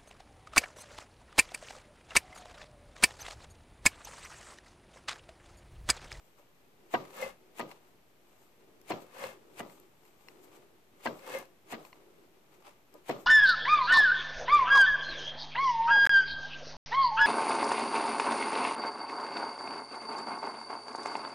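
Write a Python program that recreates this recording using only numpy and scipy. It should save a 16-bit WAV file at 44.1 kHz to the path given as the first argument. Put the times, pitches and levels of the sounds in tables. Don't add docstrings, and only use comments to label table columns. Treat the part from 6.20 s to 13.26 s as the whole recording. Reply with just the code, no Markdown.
import sys
import numpy as np
from scipy import signal
from scipy.fft import rfft, irfft
from scipy.io import wavfile
from scipy.ndimage import uniform_filter1d

SR = 44100
rng = np.random.default_rng(int(sys.argv[2]) if len(sys.argv) > 2 else 0)


def volts_from_db(level):
    exponent = np.asarray(level, float) / 20
    return 10 ** exponent


def put_to_file(sound):
    columns = np.atleast_2d(sound).T
    safe = np.clip(columns, -1, 1)
    whole_steps = np.round(safe * 32767)
    wavfile.write(sys.argv[1], SR, whole_steps.astype(np.int16))


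N = 311346
HZ = np.maximum(np.arange(N // 2 + 1) * SR / N, 1)
CONTACT_S = 0.02


def on_hz(table):
    hz, value = np.transpose(table)
    return np.interp(np.log(HZ), np.log(hz), value)


def unit(x):
    return x / np.sqrt(np.mean(x ** 2))


# f/Hz, left-right likeness [0-1]
LIKENESS = [(60, 0.94), (600, 0.54), (1500, 0), (4000, 0.12), (8000, 0)]


def friction_noise(grit_db=0., slip_db=0.):
    grit = np.repeat(np.minimum(rng.exponential(size=N // 32 + 1), 3), 32)[:N]
    slips = np.repeat(rng.standard_normal(N // 300 + 1), 300)[:N]
    slips = uniform_filter1d(slips, 150)
    noise = rng.standard_normal((2, N)) * volts_from_db(grit_db * grit + slip_db * slips)
    mid, side = rfft(noise)
    alike = np.clip(on_hz(LIKENESS), 0, 1)
    ears = np.array([[1], [-1]])
    return irfft(np.sqrt(1 + alike) * mid + np.sqrt(1 - alike) * side * ears, N)


def colour(x, spectrum):
    return unit(irfft(rfft(x) * volts_from_db(on_hz(spectrum)), N))


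def resonate(x, peaks):
    gain = sum(volts_from_db(db) / (1 + 1j * (HZ ** 2 - hz ** 2) / (HZ * width)) for hz, width, db in peaks)
    return unit(irfft(rfft(x) * gain, N))


def ring(modes, damp=0.82, tilt_db=0., rise=0.0019, spread=0.7):
    hz, db, t60 = np.array(modes).T[:, :, None]
    t = np.arange(SR // 3) / SR
    chance = rng.standard_normal((5, len(modes), 1))
    gain = volts_from_db(db + tilt_db * np.log2(hz / 600) + 1.5 * chance[0])
    turn = spread * np.minimum(hz / 600, 4) * chance[1]
    decay = np.exp(-np.log(1000) * t / (damp * t60))
    push = 1 - np.exp(-(t / rise) ** 2)
    angle = 2 * np.pi * hz * (1 + chance[2] / 100) * t + np.pi * chance[4]
    out = []
    for ear in (1, -1):
        partials = volts_from_db(ear * chance[3]) * gain * decay * push * np.sin(angle + (ear > 0) * turn)
        out.append(partials.sum(axis=0))
    out = np.array(out)
    return out / np.abs(out).max()


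def add(out, s, x):
    i = int(s * SR)
    out[:, i:i + x.shape[1]] += x[:, :N - i]


def burst(t, s, rise, fall):
    return np.exp(np.where(t < s, (t - s) / rise, (s - t) / fall))


def lean(x, balance):
    return irfft(rfft(x) * volts_from_db(np.array([[.5], [-.5]]) * on_hz(balance)), N)


# f/Hz, spectral level/dB per Hz
ROOM = [(12, -20), (25, -5), (60, -14.5), (80, -9.5), (140, -5), (340, -6), (620, -8.5), (1240, -15.5),
        (2500, -16.5), (5000, -24), (8000, -25.5), (10000, -28.5), (13000, -21), (15000, -27.5)]
# f/Hz, left minus right/dB
ROOM_LEAN = [(60, -2), (110, 3.5), (200, -2), (380, 0), (700, 1.5), (1290, -2), (2380, 2.5), (4400, 2.5),
             (8120, 5), (15000, 0)]


def room_hum():
    return lean(volts_from_db(-66) * colour(friction_noise(), ROOM), ROOM_LEAN)


# f/Hz, width/Hz, level/dB
WARP = [(225, 120, -20), (366.3, 81, 18), (502, 190, -8)]
# f/Hz, width/Hz, level/dB
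SCRAPE = [(896, 356, 5.5), (1174, 76, 2), (2110, 560, -6.5)]
# f/Hz, spectral level/dB per Hz
HISS = [(2000, -16), (3500, -8), (5600, -9.5), (8000, -2), (9800, -17), (11500, -5), (13500, -4),
        (15000, -4)]
# from t/s, to t/s, level/dB
PULLS = [(0.3, 0.55, -79), (0.604, 0.72, -67), (0.806, 0.92, -60.5), (1.211, 1.376, -66.5),
         (1.443, 1.57, -66.5), (1.65, 1.746, -74), (2.034, 2.257, -76), (2.4, 2.683, -66.5),
         (2.76, 2.853, -59), (3.13, 3.383, -61.5), (3.487, 3.645, -63), (3.835, 3.95, -73),
         (4.08, 4.443, -61), (4.5, 4.576, -71), (4.746, 4.844, -67.5), (4.92, 5.0, -65),
         (5.035, 5.077, -61), (5.133, 5.192, -52), (5.284, 5.35, -69.5), (5.47, 5.514, -64),
         (5.573, 5.62, -56.5), (5.755, 6.05, -63), (6.15, 6.19, -69.5), (6.295, 6.493, -70.5),
         (6.742, 6.783, -61), (6.96, 7.064, -58.5)]
# t/s, fade/s, scrape level/dB, hiss level/dB
BRUSHES = [(0.06, 0.099, -80, -73), (0.196, 0.013, -61.5, -70), (0.85, 0.067, -59.5, -73),
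           (0.945, 0.031, -55.5, -61), (1.204, 0.01, -75, -88), (1.512, 0.037, -56.5, -67),
           (1.634, 0.016, -71, -84), (1.684, 0.022, -71, -74), (2.096, 0.03, -72.5, -79),
           (2.228, 0.085, -73, -69.5), (2.82, 0.025, -64, -61.5), (2.95, 0.027, -63, -68),
           (3.342, 0.03, -78, -73), (3.524, 0.075, -64.5, -63), (3.868, 0.058, -69.5, -70),
           (4.016, 0.026, -78, -74), (4.1, 0.055, -69, -69), (4.24, 0.017, -66, -61),
           (4.352, 0.035, -62.5, -65.5), (4.81, 0.035, -70, -73), (4.978, 0.054, -63, -63),
           (5.49, 0.02, -68, -80), (5.664, 0.041, -64.5, -62), (5.76, 0.034, -70, -87),
           (6.342, 0.03, -67.5, -72), (6.474, 0.035, -54.5, -78), (6.755, 0.034, -72, -73),
           (7.01, 0.027, -69, -59.5)]


def hands():
    t = np.arange(N) / SR
    attack_s, release_s, fidget = 0.019, 0.041, volts_from_db(-80)
    pull, scrape, hiss = np.zeros((3, N))
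    for start, end, db in PULLS:
        swell = burst(np.minimum(t, start), start, attack_s, 1)
        fade = burst(np.maximum(t, end), end, 1, release_s)
        pull += volts_from_db(db) * np.minimum(swell, fade)
    for s, fade_s, scrape_db, hiss_db in BRUSHES:
        stroke = burst(t, s, fade_s, fade_s)
        scrape += volts_from_db(scrape_db) * stroke
        hiss += volts_from_db(hiss_db) * stroke
    scrape += volts_from_db(-20) * pull + fidget
    out = (pull + fidget) * resonate(friction_noise(grit_db=2), WARP)
    out += scrape * resonate(friction_noise(grit_db=2.5, slip_db=3.0), SCRAPE)
    return out + hiss * colour(friction_noise(grit_db=2.0), HISS)


# t/s, level/dB
KNOCKS = [
    (0.19, -58),
    (1.518, -55),
    (2.42, -70),
    (2.92, -64),
    (6.475, -53.5),
    (6.741, -52),
    (6.748, -47),
]
# f/Hz, level/dB, t60/s
SHUTTLE = [(327, -4.5, 0.13), (474, 4, 0.061), (584, 3.5, 0.1), (770, 2, 0.033), (995, -6, 0.1),
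           (1222, -12, 0.1)]


def shuttle_knocks():
    out = np.zeros((2, N))
    for s, db in KNOCKS:
        add(out, s, volts_from_db(db + 4.5) * ring(SHUTTLE, rise=0.0039))
    return out


# t/s, blow level/dB, rebound level/dB, brightness/dB per octave, tail level/dB
BEATS = [
    (0.74, -17, 7, -6, -10),
    (1.396, -26, 16.5, -3.5, -5.5),
    (2.704, -23, 22, -14, -2.5),
    (3.398, -29, -15, -5, -5.5),
    (4.857, -20.5, 15, -7, -6),
    (5.525, -30, 19, -3, -3),
    (6.894, -20, 15, -13, -6.5),
]
# f/Hz, spectral level/dB per Hz
SWISH = [(240, -6), (400, 1.5), (1020, 4), (1590, -3.5), (2290, 3), (5680, -12), (7240, -8), (12300, -14.5),
         (15000, -10)]


def swish():
    t = np.arange(N) / SR
    gain = sum(volts_from_db(-46 - 0.16 * db) * burst(t, s, 0.016, 0.008) for s, db, *_ in BEATS)
    return gain * colour(friction_noise(grit_db=-3.5), SWISH)


# t/s, knock f/Hz, crack level/dB, rebound crack level/dB, loose peg level/dB
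CRACKS = [
    (0.738, 688, -19, -31, -6),
    (1.395, 760, -24, -18, -18),
    (2.705, 678, -13.5, -20, -15),
    (3.402, 720, -33, -31, -28),
    (4.858, 658, -15, -23, -6),
    (5.526, 740, -15, -14, -8),
    (6.894, 668, -17, -21.5, -25),
]
# f/Hz, spectral level/dB per Hz
CRACK = [(600, -26), (1500, 18.5), (2500, 16.5), (3000, 13.5), (4200, 7.5), (7500, -6.5), (10000, -19),
         (14000, -14)]
# f/Hz, spectral level/dB per Hz
TAIL = [(40, -52), (80, -30), (130, -3.5), (230, -3), (400, -1.5), (620, -1), (900, -10), (1250, -8),
        (1500, -21.5), (2200, -21), (4200, -26.5), (9000, -42), (15000, -37)]


def cracks():
    t, out = np.arange(N) / SR, np.zeros((2, N))
    crack = colour(friction_noise(grit_db=2.0), CRACK)
    shudder = colour(friction_noise(grit_db=-1.5), TAIL)
    peg = [(1013, 1, 0.042), (1560, 0, 0.057), (1655, 2.5, 0.039), (2780, -4, 0.03), (3100, -9, 0.025)]
    for (s, hz, crack_db, rebound_db, peg_db), (_, db, *_) in zip(CRACKS, BEATS):
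        knock = [(hz, 0, .07), (1.305 * hz, -5, .05)]
        add(out, s, volts_from_db(db - 5.5) * ring(knock, rise=0.00085))
        out += volts_from_db(db + crack_db) * crack * burst(t, s + 0.0016, 0.00014, 0.0055)
        out += volts_from_db(db + rebound_db) * crack * burst(t, s + 0.85 * CONTACT_S, .0007, 0.011)
        out += volts_from_db(db - 28.5) * shudder * burst(t, s + 0.066, 0.0077, 0.039)
        add(out, s + 0.55 * CONTACT_S, volts_from_db(db + peg_db) * ring(peg, rise=0.0017))
    return out


# f/Hz, level/dB, t60/s
FRAME = [(336.3, -5.5, 0.22), (485.5, 4.5, 0.08), (560, -20, 0.75), (713, 11, 0.093), (874, -28, 0.37),
         (793, 16.5, 0.02), (954, 0, 0.29), (1080, 2, 0.083), (1221, -5, 0.36), (1710, 13, 0.02),
         (1966, -5.5, 0.27), (2347, -7.5, 0.082), (2300, -28.5, 0.61), (2852, -14, 0.13), (4230, -56, 0.22),
         (4080, -38, 0.068)]
# f/Hz, level/dB, t60/s
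THUD = [(44.7, -3.5, 0.57), (107.2, -5.5, 0.38), (183.3, -8.5, 0.55), (233.6, 14.5, 0.19), (403, 3, 0.27)]
# f/Hz, level/dB, t60/s
BLADE = [(1030, 9, 0.032), (1700, -8, 0.014), (2073, 9.5, 0.017), (2480, -0.5, 0.028), (2756, 0.5, 0.027),
         (4220, 1.5, 0.024), (5410, -7.5, 0.031)]


def blows():
    out, t = np.zeros((2, N)), np.arange(N) / SR
    tail = colour(friction_noise(grit_db=3), TAIL)
    release = np.minimum((t[:SR // 2] - 0.75 * CONTACT_S) / 0.0012, 50)
    held = 0.32 + 0.54 / (1 + np.exp(release))
    for s, db, rebound_db, tilt_db, tail_db in BEATS:
        blow = np.zeros((2, SR // 2))
        add(blow, 0, ring(FRAME, 0.7, tilt_db, rise=0.0013))
        add(blow, 0.35 * CONTACT_S, volts_from_db(0.5) * ring(FRAME, 0.28, tilt_db + 13.0, rise=0.00026))
        add(blow, 0.6 * CONTACT_S, volts_from_db(-0.5) * ring(FRAME, 0.28, tilt_db + 3.5, rise=0.0024))
        cushioned = np.tanh(1.81 * blow) / 1.72
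        add(out, s - 0.001, volts_from_db(db + 3.5) * cushioned * held)
        add(out, s, volts_from_db(0.4 * db - 29.0) * ring(THUD, rise=0.0089))
        add(out, s + 0.64 * CONTACT_S, volts_from_db(db + rebound_db - 25.5) * ring(BLADE, 1.0))
        after = np.maximum(t - s, 0)
        decay = (1 - np.exp(-after / 0.013)) * np.exp(-np.log(1000) * after / 0.32)
        out += volts_from_db(db + tail_db - 6.5) * tail * decay
    return out


# t/s, level/dB, thread snap level/dB, strongest ring f/Hz
TICKS = [(0.853, -43, -72, 1500), (1.514, -35.5, -76, 3300), (2.615, -60, -68, 2500),
         (3.0391, -29, -61, 3400), (3.4977, -42.5, -79, 2100), (3.5996, -59, -67, 5000),
         (3.8521, -51, -73, 2800), (4.0848, -36, -67.5, 3980), (4.9922, -43.5, -73, 2400),
         (5.254, -51, -72, 4800), (5.6501, -38, -72, 2500), (5.7289, -39, -81, 2300),
         (6.477, -51, -82, 2800), (6.7408, -56, -64.5, 1100)]


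def blade_ticks():
    out = np.zeros((2, N))
    snap = [(3450, -17, 0.0042), (5500, 5, 0.0043), (7400, 3, 0.0058), (11000, 2, 0.0062), (13200, 14, 0.0028)]
    for s, db, snap_db, touch_hz in TICKS:
        touched = [(hz, g - 3.5 * np.log2(hz / touch_hz) ** 2, t60) for hz, g, t60 in BLADE]
        add(out, s, volts_from_db(db - 1.5) * ring(touched, 0.7, rise=0.0003))
        add(out, s, volts_from_db(snap_db + 21.5) * ring(snap, rise=0.0001))
    return out


# t/s, level/dB, speeding up/s, slowing down/s
SHEDS = [
    (1.03, -41, 0.1, 0.098),
    (3.045, -43.5, 0.14, 0.11),
    (5.151, -41.5, 0.14, 0.098),
]


def slide(db, lost_db, roundness):
    t, gain = np.arange(N) / SR, np.zeros(N)
    for s, peak_db, up, down in SHEDS:
        away = np.minimum(np.where(t < s, (s - t) / up, (t - s) / down), 4)
        gain += volts_from_db(peak_db + db - lost_db * away ** roundness)
    return gain


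# f/Hz, width/Hz, level/dB
BARS = [(242, 100, -11), (415, 77, -10.5), (532, 43, 7), (770, 340, -2.5), (1157, 123, 4), (1720, 130, 2.5),
        (2137, 44, 4.5), (2540, 150, -1.5), (3240, 28, -8), (2370, 630, -42)]
# t/s, level/dB
BAR_KNOCKS = [
    (1.023, -24.5),
    (1.043, -51),
    (1.061, -32.5),
    (3.02, -35),
    (3.038, -30.5),
    (5.134, -33.5),
    (5.148, -29),
    (5.165, -33.5),
]


def heddles():
    low = [peak for peak in BARS if peak[0] < 900]
    high = [peak for peak in BARS if peak[0] >= 900]
    groan = resonate(friction_noise(grit_db=1.5, slip_db=1.5), low)
    rub = resonate(friction_noise(grit_db=3, slip_db=1.0), high)
    hiss = colour(friction_noise(grit_db=0, slip_db=-5.2), HISS)
    out = slide(db=0.1, lost_db=18, roundness=1.51) * groan
    out += slide(db=-2.5, lost_db=21, roundness=1.37) * rub
    out += slide(db=-17.5, lost_db=23, roundness=4.3) * hiss
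    bar = [(532.5, -2, 0.094), (1130, -15, 0.028), (2075, -14.5, 0.13)]
    for s, db in BAR_KNOCKS:
        add(out, s, volts_from_db(db + 0.5) * ring(bar, rise=0.0029))
        add(out, s, volts_from_db(-50.5) * ring(THUD, 0.45, rise=0.041))
    return out


# f/Hz, left minus right/dB
LOOM_LEAN = [(60, -11), (110, 0), (200, 0), (380, 0.5), (700, 2), (1290, 2.5), (2380, 3.5), (4400, 3.5),
             (8120, 11.5), (15000, 10)]


def scene():
    loom = hands() + shuttle_knocks() + swish() + cracks() + blows() + blade_ticks() + heddles()
    bass_cut = signal.butter(2, 90, "high", fs=SR, output="sos")
    return lean(signal.sosfilt(bass_cut, loom), LOOM_LEAN) + room_hum()


# from f/Hz, to f/Hz
VANISHING_BANDS = [(8300, 9000), (9000, 9650), (9650, 10300), (10300, 10900)]


def drop_weak_treble(x):
    def level(v):
        return 10 * np.log10(uniform_filter1d((v ** 2).mean(axis=0), size=1024) + 1e-14)

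    threshold_db, softness_db = 32.5, 0.6
    spectrum, whole, lost = rfft(x), level(x), np.zeros_like(x)
    for lo, hi in VANISHING_BANDS:
        band = irfft(spectrum * ((HZ > lo) & (HZ <= hi)), N)
        excess = (threshold_db - whole + level(band)) / softness_db
        lost += band / (1.5 + np.exp(np.clip(excess, -30, 30)))
    return x - lost


def roll_off(x):
    return signal.sosfilt(signal.butter(12, 15720, fs=SR, output="sos"), x)


def record(dry):
    low_pass = signal.ellip(10, 0.2, 70, 14700, fs=SR, output="sos")
    mix = drop_weak_treble(signal.sosfilt(low_pass, dry)) - 0.0005
    return roll_off(mix)


dry = scene()
out = record(dry)
put_to_file(out)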